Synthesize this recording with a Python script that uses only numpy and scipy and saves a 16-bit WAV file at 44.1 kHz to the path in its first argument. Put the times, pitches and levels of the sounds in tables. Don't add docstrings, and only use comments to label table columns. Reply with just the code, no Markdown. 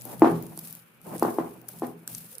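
import sys
import numpy as np
from scipy import signal
from scipy.fft import rfft, irfft
from scipy.io import wavfile
from scipy.ndimage import uniform_filter1d

SR = 44100
rng = np.random.default_rng(int(sys.argv[2]) if len(sys.argv) > 2 else 0)


def gain_from_db(level_db):
    decades = np.asarray(level_db, float) / 20
    return 10 ** decades


def dump(signal):
    limited = np.clip(np.atleast_2d(signal).T, -1, 1)
    pcm = np.round(limited * 32767).astype(np.int16)
    wavfile.write(sys.argv[1], SR, pcm)


N = 105840
T = np.arange(N) / SR
LEFT_RIGHT = np.array([[1.0], [-1.0]])

# frequency in Hz, level in dB.
FLOOR_TONE = [(15, -59), (40, -31), (150, -14), (524, -9.5), (726, -21), (1430, -11), (2090, -19.5),
              (2330, -12.5), (16500, -72)]
# frequency in Hz, level in dB, T60 in s.
ROOM_TONE = [(149, -26.5, 0.95), (285, 4, 0.58), (563, 4.5, 0.29), (968, 11.5, 0.38), (1724, 19, 0.25),
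             (2630, 11.5, 0.54)]
# time in seconds, level in dB.
PRESS_LEVEL = [(0.0, -55.5), (0.2, -38.5), (0.23, -32), (0.27, -35.5), (0.34, -28), (0.56, -48.5),
               (0.66, -47.5), (0.89, -64), (1.1, -46), (1.3, -40.5), (1.35, -47.5), (1.41, -38.5),
               (1.66, -58), (1.86, -43), (2.06, -58), (2.14, -43.5), (2.37, -61), (2.4, -53)]
# frequency in Hz, bandwidth in Hz, level in dB.
LOAD_MODES = [(40, 19, -18), (68, 12, -36), (122.4, 3.2, -1.5), (165.35, 3.7, 2.5), (224, 20, -3.5)]
# frequency in Hz, level in dB, T60 in s.
TABLE_MODES = [(248.4, -3, 0.34), (330.5, -14, 0.6), (415.5, -8.5, .4), (495, -8, 0.29), (541, -13, 0.19),
               (738, -10.5, 0.18), (816, -0.5, 0.18), (926, -12, 0.064), (930, -32, 0.28),
               (1027, -3.5, .25), (1199, 1, 0.23), (1474, -16.5, 0.17)]
# time in seconds, pitch in Hz, level in dB.
SQUEAK = [
    (2.3, 400, -70),
    (2.325, 450, -60.5),
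    (2.35, 549, -54),
    (2.38, 430, -55),
    (2.4, 437, -92),
]
# time in seconds, level in dB.
PEEL_LEVEL = [(0, -39.5), (.1, -42.5), (.4, -47.5), (.55, -50.5), (.6, -42.5), (.75, -46), (.85, -61),
              (1.0, -62), (1.08, -43), (1.22, -39), (1.45, -50), (1.67, -58), (1.7, -45), (1.88, -47.5),
              (1.97, -60), (2.06, -59), (2.09, -39.5), (2.4, -49)]
# frequency in Hz, level in dB.
PEEL_TONE = [(1470, -14), (2500, -10), (3370, -9), (7150, -8), (10700, 1.5), (14900, -0.5), (16000, -4.5),
             (16500, -72)]
# start in seconds, level in dB, centre in Hz, left over right in dB.
POPS = [(0.0188, -49, 11800, 48), (0.0522, -32.5, 12560, 21), (0.195, -33, 11460, 13.5),
        (0.2978, -36, 9750, -6), (0.4248, -29, 15000, 6.5), (0.4661, -32.5, 10700, -1),
        (0.561, -48, 13100, 14), (0.5749, -24, 10410, -4), (0.59, -21.5, 12930, -6),
        (0.5933, -26, 11740, 2.5), (0.6731, -32.5, 11240, 2), (0.708, -33, 13000, 1.5),
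        (0.7261, -25.5, 14400, 2), (0.7508, -28.5, 11800, 0.5), (1.015, -41.5, 11500, 8),
        (1.067, -39, 9600, -5.5), (1.1635, -37.5, 9440, -18), (1.1806, -28.5, 9070, -5.5),
        (1.1956, -22.5, 10800, -1.5), (1.228, -21.5, 12100, 1), (1.6151, -42, 14900, 18.5),
        (1.6836, -31, 11000, 11), (1.687, -20.5, 14430, -3.5), (1.7598, -46, 11000, -5.5),
        (1.8678, -33, 11900, -1), (2.0762, -17.5, 12950, -4.5), (2.1485, -20.5, 9000, 5.5),
        (2.1811, -27, 12170, 5.0), (2.3519, -32, 9230, -8.5), (2.3822, -27, 10800, -10.5),
        (2.0763, -22, 8040, -2), (2.0756, -31, 1510, 4), (2.15, -27.5, 6060, 5.5), (2.1773, -32, 12950, 2),
        (2.353, -37, 4900, -5), (1.689, -35.5, 1380, 0), (1.691, -29, 11960, 0.5), (1.787, -37, 11000, 2),
        (1.796, -32, 11100, -0.5), (2.097, -35, 11800, 4), (0.59, -32.5, 4950, 0), (0.011, -34, 6860, 0),
        (1.181, -36.5, 5000, 0.5), (1.231, -31, 4800, -4)]
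# time in seconds, level in dB.
DRAG_LEVEL = [(0, -51), (.05, -55), (.07, -37.5), (.16, -42.5), (.21, -43.5), (.55, -51), (.6, -56),
              (.75, -60.5), (.85, -76), (1.02, -71), (1.07, -41), (1.165, -36.5), (1.19, -48.5),
              (1.23, -39.5), (1.66, -55), (1.75, -54), (2.1, -56), (2.4, -65.5)]
# frequency in Hz, level in dB.
DRAG_TONE = [(110, -42.5), (190, 6), (221, -2.5), (367, -10), (393, -7), (843, -9), (1150, -18),
             (3000, -33), (3900, -64), (6600, -120)]
# time in seconds, level in dB.
RUB_LEVEL = [(0, -75), (.045, -63), (.07, -48), (.12, -47), (.19, -69), (.23, -81), (1.03, -82.5),
             (1.06, -51.5), (1.08, -43), (1.1, -43), (1.13, -38), (1.15, -40.5), (1.175, -50), (1.2, -56),
             (1.23, -77), (2.4, -88)]
# frequency in Hz, level in dB, T60 in s.
RUB_MODES = [(350, -0.5, .05), (600, -2.5, 0.035), (770, -2.5, .04), (893, -2.5, 0.058), (1040, -7, 0.047),
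             (1294, -12.5, .04)]
# frequency in Hz, level in dB, share of the ring time.
BOWL_MODES = [(317.6, 6.5, 0.55), (663, -4.5, 0.78), (863, 0, 1.1), (1040, -24.5, 0.77), (1232, -19.5, 1),
              (2250, -39.5, 3)]
# start in seconds, level in dB, contact in ms, ring T60 in s.
KNOCKS = [(0.2194, -1, 0.5, 0.15), (.2442, -2.5, 0.55, 0.014), (.2570, -15, 0.39, 0.078),
          (0.271, -7, 0.66, 0.051), (0.301, -26.5, 0.69, .05), (1.2240, -7, 0.49, 0.033),
          (1.2495, -14, 0.47, 0.058), (1.2820, -15, 0.64, 0.058), (1.3847, -11, 0.53, 0.047),
          (1.400, -22.5, 0.54, 0.011), (1.8202, -17.5, 0.54, 0.031), (1.8323, -21.5, 0.69, 0.035),
          (.054, -34, 0.66, 0.025), (1.823, -21, 0.79, 0.026), (1.8362, -23, 0.54, 0.017),
          (1.8401, -25.5, 0.6, 0.033), (1.156, -28.5, 0.8, 0.12), (0.576, -39, 0.45, 0.053)]


def unit(x):
    return x / np.sqrt(np.mean(x ** 2))


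def colour(x, tone):
    tone = np.array(tone)
    log_hz = np.log(np.arange(N // 2 + 1) * SR / N + 1)
    return irfft(rfft(x) * gain_from_db(np.interp(log_hz, np.log(tone[:, 0]), tone[:, 1])), N)


def curve(table, axis=1):
    points = np.array(table)
    return np.interp(T, points[:, 0], points[:, axis])


def walk(rate):
    k = int(SR / rate)
    return unit(uniform_filter1d(uniform_filter1d(rng.standard_normal(N), k), k))


def ring(x, hz, t60):
    pole = np.exp((2j * np.pi * hz - np.log(1000) / t60) / SR)
    return signal.lfilter([1], [1, -pole], x + 0j)


def wide(hz_split):
    mid, side = rng.standard_normal((2, N))
    side = signal.lfilter(*signal.butter(1, hz_split, "high", fs=SR), side)
    return np.array([mid + side, mid - side])


def quiet_floor():
    return unit(colour(wide(500), FLOOR_TONE) * gain_from_db(walk(6.1))) * gain_from_db(-60.5)


def room(pushes):
    level_db, width_share = 4, 0.78
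    tone, tail, t = np.array(ROOM_TONE), 0, T[:SR]
    log_tone_hz = np.log(tone[:, 0])
    for hz in 90 * 2 ** np.arange(0, 6, .5):
        db = np.interp(np.log(hz), log_tone_hz, tone[:, 1])
        t60 = np.interp(np.log(hz), log_tone_hz, tone[:, 2])
        band = signal.butter(2, [hz / 1.19, hz * 1.19], "band", fs=SR, output="sos")
        mid, side = signal.sosfilt(band, rng.standard_normal((2, SR)))
        share = np.clip(width_share * hz / 600, 0, 1)
        tail = tail + gain_from_db(db - 60 * t / t60) * np.array([mid + share * side, mid - share * side]) / np.sqrt(hz)
    tail = tail * (1 - np.exp(-t / .008)) * gain_from_db(level_db)
    return signal.fftconvolve(tail, pushes[None], axes=1)[:, :N] * 6


def load():
    out = 0
    for hz, width, db in LOAD_MODES:
        force = np.gradient(wide(820), axis=1)
        out = out + gain_from_db(db) * unit(ring(force, hz, 2.2 / width).imag)
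    return unit(out) * gain_from_db(curve(PRESS_LEVEL))


def table(pushes):
    out = 0
    for k, (hz, db, t60) in enumerate(TABLE_MODES):
        out = out + gain_from_db(db + LEFT_RIGHT * np.cos(1.9 * k)) * ring(pushes, hz, t60).imag
    return gain_from_db(-14.5) * out


def squeak():
    phase = 2 * np.pi * np.cumsum(curve(SQUEAK)) / SR
    return gain_from_db(curve(SQUEAK, axis=2)) * (T > SQUEAK[0][0]) * np.sin(phase)


def peel():
    crackles_per_s, spread_db, fade_s = 220, -0.5, 0.0024
    grains = (rng.random(N) < crackles_per_s / SR) * gain_from_db(spread_db * rng.exponential(size=N))
    swell = 1 + .5 * signal.lfilter([1], [1, -np.exp(-1 / (fade_s * SR))], grains)
    hiss = colour(wide(1500) * swell * gain_from_db(1.94 * walk(45)), PEEL_TONE)
    return unit(hiss) * gain_from_db(curve(PEEL_LEVEL) - 2.5)


def pops():
    burst_s, tail_s, tail_db, low_db = .0005, .007, -22, -25
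    out, t = np.zeros((2, N)), T[:SR // 10]
    u = t - .003
    fall = np.exp(-u / burst_s) + gain_from_db(tail_db) * np.exp(-u / tail_s)
    env = np.where(u < 0, np.exp(u / burst_s), fall)
    for s, db, hz, pan_db in POPS:
        noise = rng.standard_normal((2, len(t)))
        tone = 0.5 * np.cos(2 * np.pi * hz * u) * (u < 4 * burst_s)
        band = signal.butter(1, [hz * 0.82, min(hz * 1.18, 19000)], "band", fs=SR)
        pop = signal.lfilter(*band, (noise + tone) * env) + gain_from_db(low_db) * noise * env
        i = int((s - .002) * SR)
        n = min(len(t), N - i)
        out[:, i:i + n] += (gain_from_db(db + 2.5 + LEFT_RIGHT * pan_db / 2) * pop)[:, :n]
    return out


def slap(pushes):
    hz, level_db, t60 = 2200, -13.5, 0.15
    env = signal.lfilter([1], [1, -gain_from_db(-60 / t60 / SR)], np.abs(np.gradient(pushes)))
    band = signal.butter(1, [hz / 1.4, hz * 0.88], "band", fs=SR)
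    return gain_from_db(level_db) * env * unit(signal.lfilter(*band, wide(1500)))


def drag():
    return unit(colour(wide(900) * gain_from_db(3.7 * walk(50)), DRAG_TONE)) * gain_from_db(curve(DRAG_LEVEL))


def rub():
    slips_per_s = 350
    out = 0
    for hz, db, t60 in RUB_MODES:
        slips = (rng.random(N) < slips_per_s / SR) * wide(1400)
        out = out + gain_from_db(db) * unit(ring(slips, hz, t60).imag)
    return unit(out) * gain_from_db(curve(RUB_LEVEL))


def knocks():
    rebound_ms, rebound_db, bowl_db, bowl_top_hz = 2.698, -13.5, -8, 1300
    bowl, pushes, t = np.zeros(N), np.zeros(N), T[:SR // 4]
    for s, db, ms, ring_s in KNOCKS:
        i = int(s * SR)
        u = (t - (s - i / SR) - .001) / (ms / 1000)
        rebound = gain_from_db(rebound_db) * np.exp(-(u - rebound_ms / ms) ** 2 * 2)
        push = gain_from_db(db) * (np.exp(-u ** 2 * 2) + rebound) / (ms * SR / 1000)
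        jolt = np.gradient(np.gradient(push))
        n = min(len(t), N - i)
        pushes[i:i + n] += push[:n]
        for hz, mode_db, share in BOWL_MODES:
            mode = ring(jolt, hz, ring_s * share).real * (SR / (2 * np.pi * hz)) ** 2
            bowl[i:i + n] -= gain_from_db(mode_db) * mode[:n]
    return gain_from_db(bowl_db) * signal.lfilter(*signal.butter(3, bowl_top_hz, fs=SR), bowl), pushes


def scene():
    bowl, pushes = knocks()
    radiated = signal.lfilter(*signal.butter(3, 198.6, "high", fs=SR), pushes)
    impacts = room(radiated) + table(radiated) + slap(pushes) + bowl * gain_from_db(LEFT_RIGHT)
    return quiet_floor() + load() + squeak() + peel() + pops() + drag() + rub() + impacts


def roll_off(x):
    return signal.sosfilt(signal.butter(12, 16650, fs=SR, output="sos"), x)


def record(dry):
    left_port_db, top_hz, bass_cut_hz = 4.5, 15500, 55
    left, right = [colour(x, [(9000, 0), (13000, side * left_port_db / 2)]) for x, side in zip(dry, (1, -1))]
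    rounded = np.tanh(np.array([left, right]) / 1.37) * 1.146
    x = signal.sosfilt(signal.ellip(6, .3, 24, top_hz, fs=SR, output="sos"), rounded)
    x = signal.lfilter(*signal.butter(2, bass_cut_hz, "high", fs=SR), x)
    return roll_off(x)


dry = scene()
out = record(dry)
dump(out)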